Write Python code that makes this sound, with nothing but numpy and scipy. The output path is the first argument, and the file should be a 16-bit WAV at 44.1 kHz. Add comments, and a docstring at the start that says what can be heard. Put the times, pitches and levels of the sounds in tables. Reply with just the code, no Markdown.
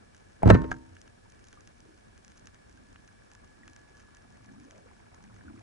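"""A speargun fired under water

A band-powered gun is heard through the housing of a camera fixed to it. The trigger clacks, the rubbers
shake the barrel and slam home, the steel rings in its natural modes, and the line snaps taut.
Around it are a low wash of moving water, gurgles, bubbles, snapping shrimp and a faint thin whine."""
import sys
import numpy as np
from scipy import signal
from scipy.fft import rfft, irfft
from scipy.io import wavfile
from scipy.ndimage import uniform_filter1d

SR = 44100
rng = np.random.default_rng(int(sys.argv[2]) if len(sys.argv) > 2 else 0)


def inscribe(sig):
    """Save sig as 16-bit PCM at rate SR to the path in sys.argv[1].

    A 1-D sig is mono; a 2-D sig holds one channel per row.
    Samples are clipped to [-1, 1] before scaling.
    """
    pcm = np.round(np.clip(np.atleast_2d(sig).T, -1, 1) * 32767)
    wavfile.write(sys.argv[1], SR, pcm.astype(np.int16))


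N = 247842
TIME = np.arange(N) / SR

# The bright edge of a blow on steel. Each row: frequency in Hz, relative spectral density in dB.
STEEL_CRACK = [(500, -14.5), (2000, -3), (3200, 2.5), (4500, 0.5), (7000, -6), (8200, -8), (11000, -19.5)]


def gain_of(db):
    """Amplitude grows tenfold for every 20 dB."""
    return 10 ** (np.asarray(db) / 20)


def unit_rms(x):
    """Normalisation to a mean power of 1."""
    return x / np.sqrt(np.mean(x ** 2) + 1e-20)


def level_at(spectrum, hz):
    """Interpolation of a spectrum on a logarithmic frequency axis."""
    row_hz, row_db = np.transpose(spectrum)
    return np.interp(np.log(hz + 1), np.log(row_hz + 1), row_db)


def add(mix, start_s, sound):
    """Superposition: a stereo sound joins the mix at its start time."""
    part = mix[:, round(start_s * SR):][:, :sound.shape[1]]
    part += sound[:, :part.shape[1]]


def drift(rate_hz):
    """Low-passed noise gives a slow random fluctuation of rms 1."""
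    lowpass = np.exp(-(np.fft.rfftfreq(N, 1 / SR) / rate_hz) ** 2)
    return unit_rms(irfft(rfft(rng.standard_normal(N)) * lowpass, N))


def noise(colour_db):
    """Spectral shaping: white noise takes on a colour given as a function of frequency; rms 1."""
    response = gain_of(colour_db(np.fft.rfftfreq(N, 1 / SR)))
    return unit_rms(irfft(rfft(rng.standard_normal(N)) * response, N))


def mic_phases(hz):
    """Phase difference: the housing wall moves the two microphones out of step."""
    # The wall's stereo spread. Each row: frequency in Hz, side level over mid level in dB.
    spread = [(60, -11), (110, -9.5), (190, 2), (330, -2), (700, 4), (1300, -3.5), (2200, 0.5), (6000, -4),
              (11000, -10.5)]
    return np.exp(1j * np.array([[-1], [1]]) * np.arctan(gain_of(level_at(spread, hz))))


def surges(rows, rise_s, t60):
    """Envelopes add in power: each climbs 60 dB in rise_s, holds, and decays exponentially."""
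    power = np.zeros(N)
    for start, db, hold in rows:
        fall = np.maximum(start - TIME, 0) / rise_s + np.maximum(TIME - start - hold, 0) / t60
        power += gain_of(db - 60 * fall) ** 2
    return np.sqrt(power)


def burst(colour_db, t60, diffuse=0.082, size=8192):
    """Source and filter: a dying scatter of pressure pulses is coloured by a body; energy 1 a channel."""
    t, hz = np.arange(size) / SR, np.fft.rfftfreq(size, 1 / SR)
    pulses = rfft(rng.standard_normal((2, size)) * gain_of(-60 * t / t60))
    # Whitening the blow leaves the colour to the struck body.
    power = uniform_filter1d(abs(pulses) ** 2, max(3, round(3 * size / SR / t60)))
    direct, scattered = pulses / np.sqrt(abs(power) + 1e-20)
    phases = mic_phases(hz)
    blow = irfft(direct * phases + diffuse * scattered * phases[::-1]) * (t < t[-1] / 2)
    log_gain = np.log(gain_of(np.maximum(colour_db(hz), -90)))
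    mirrored = np.r_[log_gain, log_gain[-2:0:-1]]
    minimum_phase = np.exp(np.conj(signal.hilbert(mirrored)))[:len(hz)]
    pair = irfft(minimum_phase * rfft(blow))
    return pair / np.linalg.norm(pair, axis=1, keepdims=True)


def tick(spectrum, t60):
    """A brief impulse spreads over a broad band; its peak is about 1."""
    sound = burst(lambda hz: level_at(spectrum, hz), t60)
    return sound / abs(sound).max(1).mean()


def knock(pitch, q, t60, muffle=1.01):
    """Heavy damping leaves one broad resonance, heard as a dull thud."""
    def colour_db(hz):
        ratio = (hz + 1) / pitch
        resonance_loss = 1 + (q * (ratio - 1 / ratio)) ** 2
        treble_loss = 1 + (ratio / muffle) ** 3
        return -10 * np.log10(resonance_loss * treble_loss)
    return burst(colour_db, t60, diffuse=.45)


def partial(hz, t):
    """A mode vibrates as a sinusoid of random phase, picked up by both microphones."""
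    return (mic_phases(hz) * np.exp(2j * np.pi * (hz * t + rng.random()))).real


def ring(modes, rise_s):
    """Free vibration: each mode of a struck part decays at its own rate."""
    t = TIME[:SR]
    sound = sum(partial(hz, t) * gain_of(db - 60 * t / t60) for hz, db, t60 in modes)
    return sound * (1 - np.exp(-t / rise_s))


def ping(hz, cycles):
    """A bubble or small part is a damped oscillator, falling to 1/e in the given cycles."""
    t = TIME[:SR // 5]
    tone = (mic_phases(hz) * np.exp(2j * np.pi * hz * t)).imag
    return tone * np.exp(-hz * t / cycles) * (1 - np.exp(-hz * t))


def scatter(sound, per_s, spread_db):
    """A Poisson process: one sound recurs at random moments and strengths."""
    sizes = gain_of(spread_db * np.minimum(rng.exponential(1, N), 3))
    impulses = sizes * (rng.random(N) < per_s / SR)
    return signal.oaconvolve(impulses[None], sound, axes=1)[:, :N]


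def swarm(low_hz, high_hz, cycles, per_s, spread_db, count=24):
    """Bubbles of many sizes resonate independently, each at the pitch of its size; rms 1."""
    pitches = np.geomspace(low_hz, high_hz, count)
    return unit_rms(sum(scatter(ping(hz, cycles), per_s / count, spread_db) for hz in pitches))


def wash(mid_db=-60.5, side_db=-60, flicker_db=1.5):
    """The broadband noise of open water is filtered by the resonances of the housing."""
    # Water noise in phase (mid) and in antiphase (side) at the microphones.
    # Each row: frequency in Hz, relative spectral density in dB.
    mid_colour = [(15, -31), (25, 0.5), (104, 3), (141, -6), (218, -3.5), (311, -8.5), (518, -14),
                  (721, -19.5), (840, -19), (1300, -18.5), (1670, -14), (2000, -23.5), (4750, -27),
                  (6440, -27.5), (11000, -31.5), (14300, -69.5), (22000, -120)]
    side_colour = [(15, -29.5), (25, -9.5), (54, 0), (152, -9.5), (197, 2), (241, -13.5), (362, -7.5),
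                   (619, -8), (862, -11.5), (1670, -17.5), (3680, -27.5), (5390, -27.5), (11000, -39.5),
                   (14300, -73), (22000, -120)]
    # Housing resonances. Each row: frequency in Hz, width in Hz, boost in dB.
    housing = [(722, 90, 5), (1647, 200, 3), (2296, 120, 9), (5400, 480, 4), (7960, 440, 3)]

    def housing_db(hz):
        return sum(db / (1 + (2 * (hz - centre) / width) ** 2) for centre, width, db in housing)
    mid = gain_of(mid_db) * noise(lambda hz: level_at(mid_colour, hz) + housing_db(hz))
    side = gain_of(side_db) * noise(lambda hz: level_at(side_colour, hz))
    pair = np.array([mid + side, mid - side])
    body = signal.sosfiltfilt(signal.butter(2, 2500, fs=SR, output="sos"), pair)
    hiss = pair - body
    return hiss + body * gain_of(flicker_db * drift(39.8))


def whine(steady_db=-77, swell_db=-73, peak_s=3.91, half_s=0.61, waver=0.00076, flutter_db=2.5):
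    """Slight frequency and amplitude modulation roughen a thin whine that swells once."""
    # The whine's tones. Each row: frequency in Hz, relative level in dB.
    tones = [(1698, -1.5), (1150, -12.5)]
    wavering_time = np.cumsum(1 + waver * drift(25)) / SR
    tone = sum(gain_of(db) * np.sin(2 * np.pi * hz * wavering_time) for hz, db in tones)
    swell = gain_of(swell_db) * np.exp(-((TIME - peak_s) / half_s) ** 2)
    return unit_rms(tone) * (gain_of(steady_db) + swell) * gain_of(flutter_db * drift(26))


def gurgles(slosh_db=-68, glugs_per_s=160, pitch_ratio=1.11, glug_cycles=2.6):
    """Pockets of water sliding round the gun resonate in clusters of low glugs over a growing slosh."""
    # Gurgles against the gun. Each row: centre in seconds, level in dB, pitch in Hz,
    # nominal half length in seconds.
    clusters = [(0.899, -49.5, 101.4, 0.021), (1.886, -60, 350, .054), (2.664, -55, 60.2, .013),
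                (2.825, -60, 255, .11), (3.646, -59.5, 270, .054), (4.447, -61.5, 125.7, .15),
                (4.547, -53, 251, .1), (4.759, -59, 514, 0.083), (5.324, -56.5, 190, .1),
                (5.495, -54, 100, 0.16), (5.522, -50, 272, 0.081)]
    slosh = swarm(low_hz=196, high_hz=350, cycles=2.5, per_s=65, spread_db=1, count=8)
    out = gain_of(slosh_db) * slosh * TIME / TIME[-1]
    for centre, db, pitch, half in clusters:
        cluster = np.zeros((2, SR))
        reach_s = 1.5 * half
        count = 2 + int(2 * half * glugs_per_s)
        for early, late, size, detune in rng.random((64, 4))[:count]:
            glug = (.5 + size) * ping(pitch * pitch_ratio ** (4 * detune - 2), glug_cycles)
            add(cluster, reach_s * (early + late), glug)  # densest at the centre
        add(out, centre - reach_s, gain_of(db) * np.sqrt(reach_s) * unit_rms(cluster))
    return out


def bubbles(fizz_db=-77, growth_db=12.5, growth_span_s=(1.7, 5.4)):
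    """Bubble resonance: small bubbles make a growing fizz, and a few larger ones stand out."""
    # Single bubbles. Each row: start in seconds, level in dB, pitch in Hz.
    blips = [(1.256, -52.5, 927), (1.573, -46.5, 1190), (2.554, -53, 1800), (2.775, -49.5, 1600),
             (3.088, -47, 1643), (3.22, -47, 1660), (3.633, -43, 1870), (4.489, -46.5, 1700),
             (5.409, -43.5, 1620), (5.481, -42, 1457)]
    fizz = swarm(low_hz=690, high_hz=2500, cycles=2.0, per_s=170, spread_db=1.47)
    out = fizz * gain_of(fizz_db + growth_db * np.interp(TIME, growth_span_s, [0, 1]))
    for start, db, hz in blips:
        add(out, start, gain_of(db) * ping(hz, cycles=6.4))
    return out


def shrimp(crack_gain_db=1.5, body_gain_db=8.5, crack_t60=0.0043, body_t60=.014, lag_s=0.0004,
           far_db=-63, far_per_s=42, far_timbres=10):
    """Impulse excitation: near snaps tap the housing one by one; far ones make a sparse crackle."""
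    # Near snaps. Each row: start in seconds before the lag, relative crack and body levels in dB.
    snaps = [(.1785, -52, -71), (0.9666, -59, -51), (1.0152, -41.5, -62), (1.0766, -51, -57.5),
             (1.4848, -45.5, -70), (1.5282, -44, -53), (1.607, -48, -64), (1.674, -43.5, -55.5),
             (2.2473, -42, -57), (2.2797, -43.5, -58.5), (2.4711, -41, -51.5), (2.9588, -63.5, -49.5),
             (3.0765, -49, -59.5), (3.3504, -48, -56), (3.6778, -43.5, -49), (3.7626, -43.5, -54),
             (3.9694, -51.5, -65), (4.1477, -46.5, -61), (4.7089, -44.5, -52), (5.1452, -46.5, -63),
             (5.239, -50.5, -60)]
    # The two parts of a snap. Each row: frequency in Hz, relative spectral density in dB.
    crack_colour = [(300, -32.5), (1500, -9.5), (3000, -5), (4500, -4), (5500, 5), (6700, 6), (7500, -6),
                    (8200, -11), (11000, -16)]
    body_colour = [(200, -19), (700, -12.5), (1200, -3.5), (1650, 5), (2100, -6), (2800, -3), (4200, -18.5),
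                   (9000, -38.5)]
    out = np.zeros((2, N))
    for start, crack_db, body_db in snaps:
        add(out, start + lag_s, gain_of(crack_db + crack_gain_db) * tick(crack_colour, crack_t60))
        add(out, start + lag_s, gain_of(body_db + body_gain_db) * tick(body_colour, body_t60))
    for _ in range(far_timbres):
        far_snap = tick(crack_colour, crack_t60) + rng.random() * tick(body_colour, body_t60)
        out += gain_of(far_db) * scatter(far_snap, far_per_s / far_timbres, spread_db=5.0)
    return out


def churn(side_db=-5):
    """Turbulence along the barrel makes a low noise that decays after the shot."""
    # Turbulent water. Each row: frequency in Hz, relative spectral density in dB.
    colour = [(20, -6.5), (45, 1), (130, 2), (400, -10), (700, -24.5), (1400, -27), (2300, -35.5),
              (3200, -48), (7000, -55), (11000, -73)]
    # Eddies of the shot, then the line. 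Each row: time in seconds, relative level in dB, hold in seconds.
    eddies = [(.468, -19, 0.07), (.69, -37.5, 0.014)]
    mid = noise(lambda hz: level_at(colour, hz))
    side = gain_of(side_db) * noise(lambda hz: level_at(colour, hz))
    return unit_rms(np.array([mid + side, mid - side])) * surges(eddies, rise_s=0.087, t60=0.29)


def line(knock_db=2, squeak_hz=6620):
    """Sudden tension: the line snaps taut, jolts its steel fitting and squeaks as it slips through."""
    # Tugs on the fitting. Each row: start in seconds, relative level in dB, crack peak in dB.
    tugs = [(0.7102, -46, -43), (0.7146, -27.5, -38), (0.7162, -18, -40.5), (.7270, -33, -47),
            (0.7408, -36, -64), (0.7652, -46.5, -56)]
    # The fitting's modes. Each row: frequency in Hz, relative level in dB, t60 in seconds.
    modes = [(747, -13, 0.046), (950, -17, 0.072), (1234, -8, 0.022), (1360, -16, 0.046), (1605, -2, 0.026),
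             (2120, -22, 0.041), (2940, -23, 0.019), (5400, -25, 0.017), (6530, -16, 0.0068)]
    # Slips of the line. Each row: start in seconds, level in dB.
    squeaks = [(0.714, -46.5), (.74, -56)]
    out = np.zeros((2, N))
    for start, db, crack_db in tugs:
        add(out, start, gain_of(db) * ring(modes, rise_s=0.00023))
        add(out, start, gain_of(db + knock_db) * knock(pitch=990, q=0.81, t60=.028))
        add(out, start, gain_of(crack_db) * tick(STEEL_CRACK, t60=.012))
    for start, db in squeaks:
        add(out, start, gain_of(db) * ping(squeak_hz, cycles=36))
    return out


def trigger(release_s=.4318, ring_db=-13, knock_db=-2, tick_db=-37, lead_s=.0017):
    """Sudden release: the latch lets the shaft go with a tick, then a thud and a short hollow ring."""
    # The trigger's modes. Each row: frequency in Hz, relative level in dB, t60 in seconds.
    modes = [(185, -3, .058), (655.7, -0.5, .06), (839.6, -6.5, .057), (2287, -16, 0.013)]
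    # The latch's tick. Each row: frequency in Hz, relative spectral density in dB.
    latch_colour = [(2000, -3), (6800, -4), (8200, 3), (11000, -7)]
    out = np.zeros((2, N))
    add(out, release_s, gain_of(ring_db) * ring(modes, rise_s=0.00066))
    add(out, release_s, gain_of(knock_db) * knock(pitch=600, q=1.4, t60=.035))
    add(out, release_s - lead_s, gain_of(tick_db) * tick(latch_colour, t60=.01))
    return out


def recoil(wobble=.02):
    """Flexural vibration: the contracting rubbers shake the barrel at its low bending tones."""
    # Bending modes. Each row: frequency in Hz, relative level in dB.
    modes = [(104, -3), (63.16, -12.5), (178.9, -11.5), (216.2, -10.5)]
    # Release, pull and rebound. Each row: time in seconds, relative level in dB, hold in seconds.
    kicks = [(.441, -26.5, .01), (.459, -13, 0.031), (.512, -11, .026)]
    wavering_time = np.cumsum(1 + wobble * drift(40)) / SR
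    shake = sum(gain_of(db) * partial(hz, wavering_time) for hz, db in modes)
    return unit_rms(shake) * surges(kicks, rise_s=.025, t60=.055)


def ringing(slam_s=.502, ring_db=-16):
    """Modal decay: the slam of the rubbers leaves the steel shaft and the barrel ringing."""
    # Modes of shaft and barrel. Each row: frequency in Hz, relative level in dB, t60 in seconds.
    modes = [(61.4, -5.5, .54), (115.5, -4, .4), (181.8, 0.5, .3), (194.5, -5.5, .38), (257, -6, 0.63),
             (325, -10, .68), (410, -17, .42), (598, -20.5, 0.6), (921, -14.5, 0.62), (1073, -12.5, .38),
             (1233, -23.5, .27), (1516, -10, .26), (1567, -17, .22), (1795, -7, 0.25), (2013, -22, .19),
             (2116, -22, .19), (2236, -24.5, .25), (4070, -22.5, .16), (6600, -41, .25)]
    out = np.zeros((2, N))
    add(out, slam_s, gain_of(ring_db) * ring(modes, rise_s=.028))
    return out


def clacks(knock_gain=15.3, clank_db=-3):
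    """Impact: each blow is a dull knock with a dry crack; heavy, sharp ones make the barrel clank."""
    # Blows of rubbers and shaft on the barrel. Each row: start in seconds, relative knock level in dB,
    # knock pitch in Hz, knock t60 in seconds, crack peak in dB.
    blows = [(0.421, -35, 680, .063, -65), (0.457, -15.5, 344.2, .04, -45.5), (.469, -13, 282, .034, -52),
             (0.4771, -21, 700, .022, -30), (0.4903, -29.5, 705, .02, -29), (0.4973, -22, 900, .016, -33),
             (.501, -7, 553, .026, -19.5), (0.5022, -13.5, 1400, .022, -18), (0.5083, -9.5, 560, .023, -28),
             (.514, -23, 376, .05, -35.5), (.5445, -28, 1200, .035, -34),
             (0.5497, -14.5, 322.3, 0.025, -48.5), (0.5503, -28.5, 1388, .03, -53.5),
             (0.618, -46, 1510, .03, -42.5), (.639, -30, 400, .055, -52), (0.642, -44, 1510, .05, -59)]
    # The barrel's short-lived modes. Each row: frequency in Hz, relative level in dB, t60 in seconds.
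    clank_modes = [(475, -2.5, 0.17), (640, 2.5, 0.069), (832, -5, .06), (1042, -8, .07), (1300, -4, .055),
                   (2700, -18.5, .04), (3100, -17.5, .04)]
    out = np.zeros((2, N))
    for start, knock_db, pitch, t60, crack_db in blows:
        add(out, start, knock_gain * gain_of(knock_db) * knock(pitch, q=1.9, t60=t60))
        add(out, start, gain_of(crack_db) * tick(STEEL_CRACK, t60=.009))
        hardness_db = (knock_db + crack_db) / 2
        add(out, start, gain_of(clank_db + hardness_db) * ring(clank_modes, rise_s=0.00036))
    return out


def scene(left_db=-2, right_db=1.5):
    """The sources superpose; a level difference leans the gun's low shudder to the right."""
    shudder = (recoil() + churn()) * gain_of([[left_db], [right_db]])
    shot = shudder + trigger() + clacks() + ringing() + line()
    return shot + shrimp() + bubbles() + gurgles() + wash() + whine()


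def record(dry, cutoff_hz=11200):
    """Soft saturation rounds the loudest peaks, then a low-pass filter limits the band."""
    lowpass = signal.firwin(301, cutoff_hz, window=("kaiser", 8), fs=SR)
    return signal.oaconvolve(np.tanh(dry), lowpass[None], "same")


dry = scene()
out = record(dry)
inscribe(out)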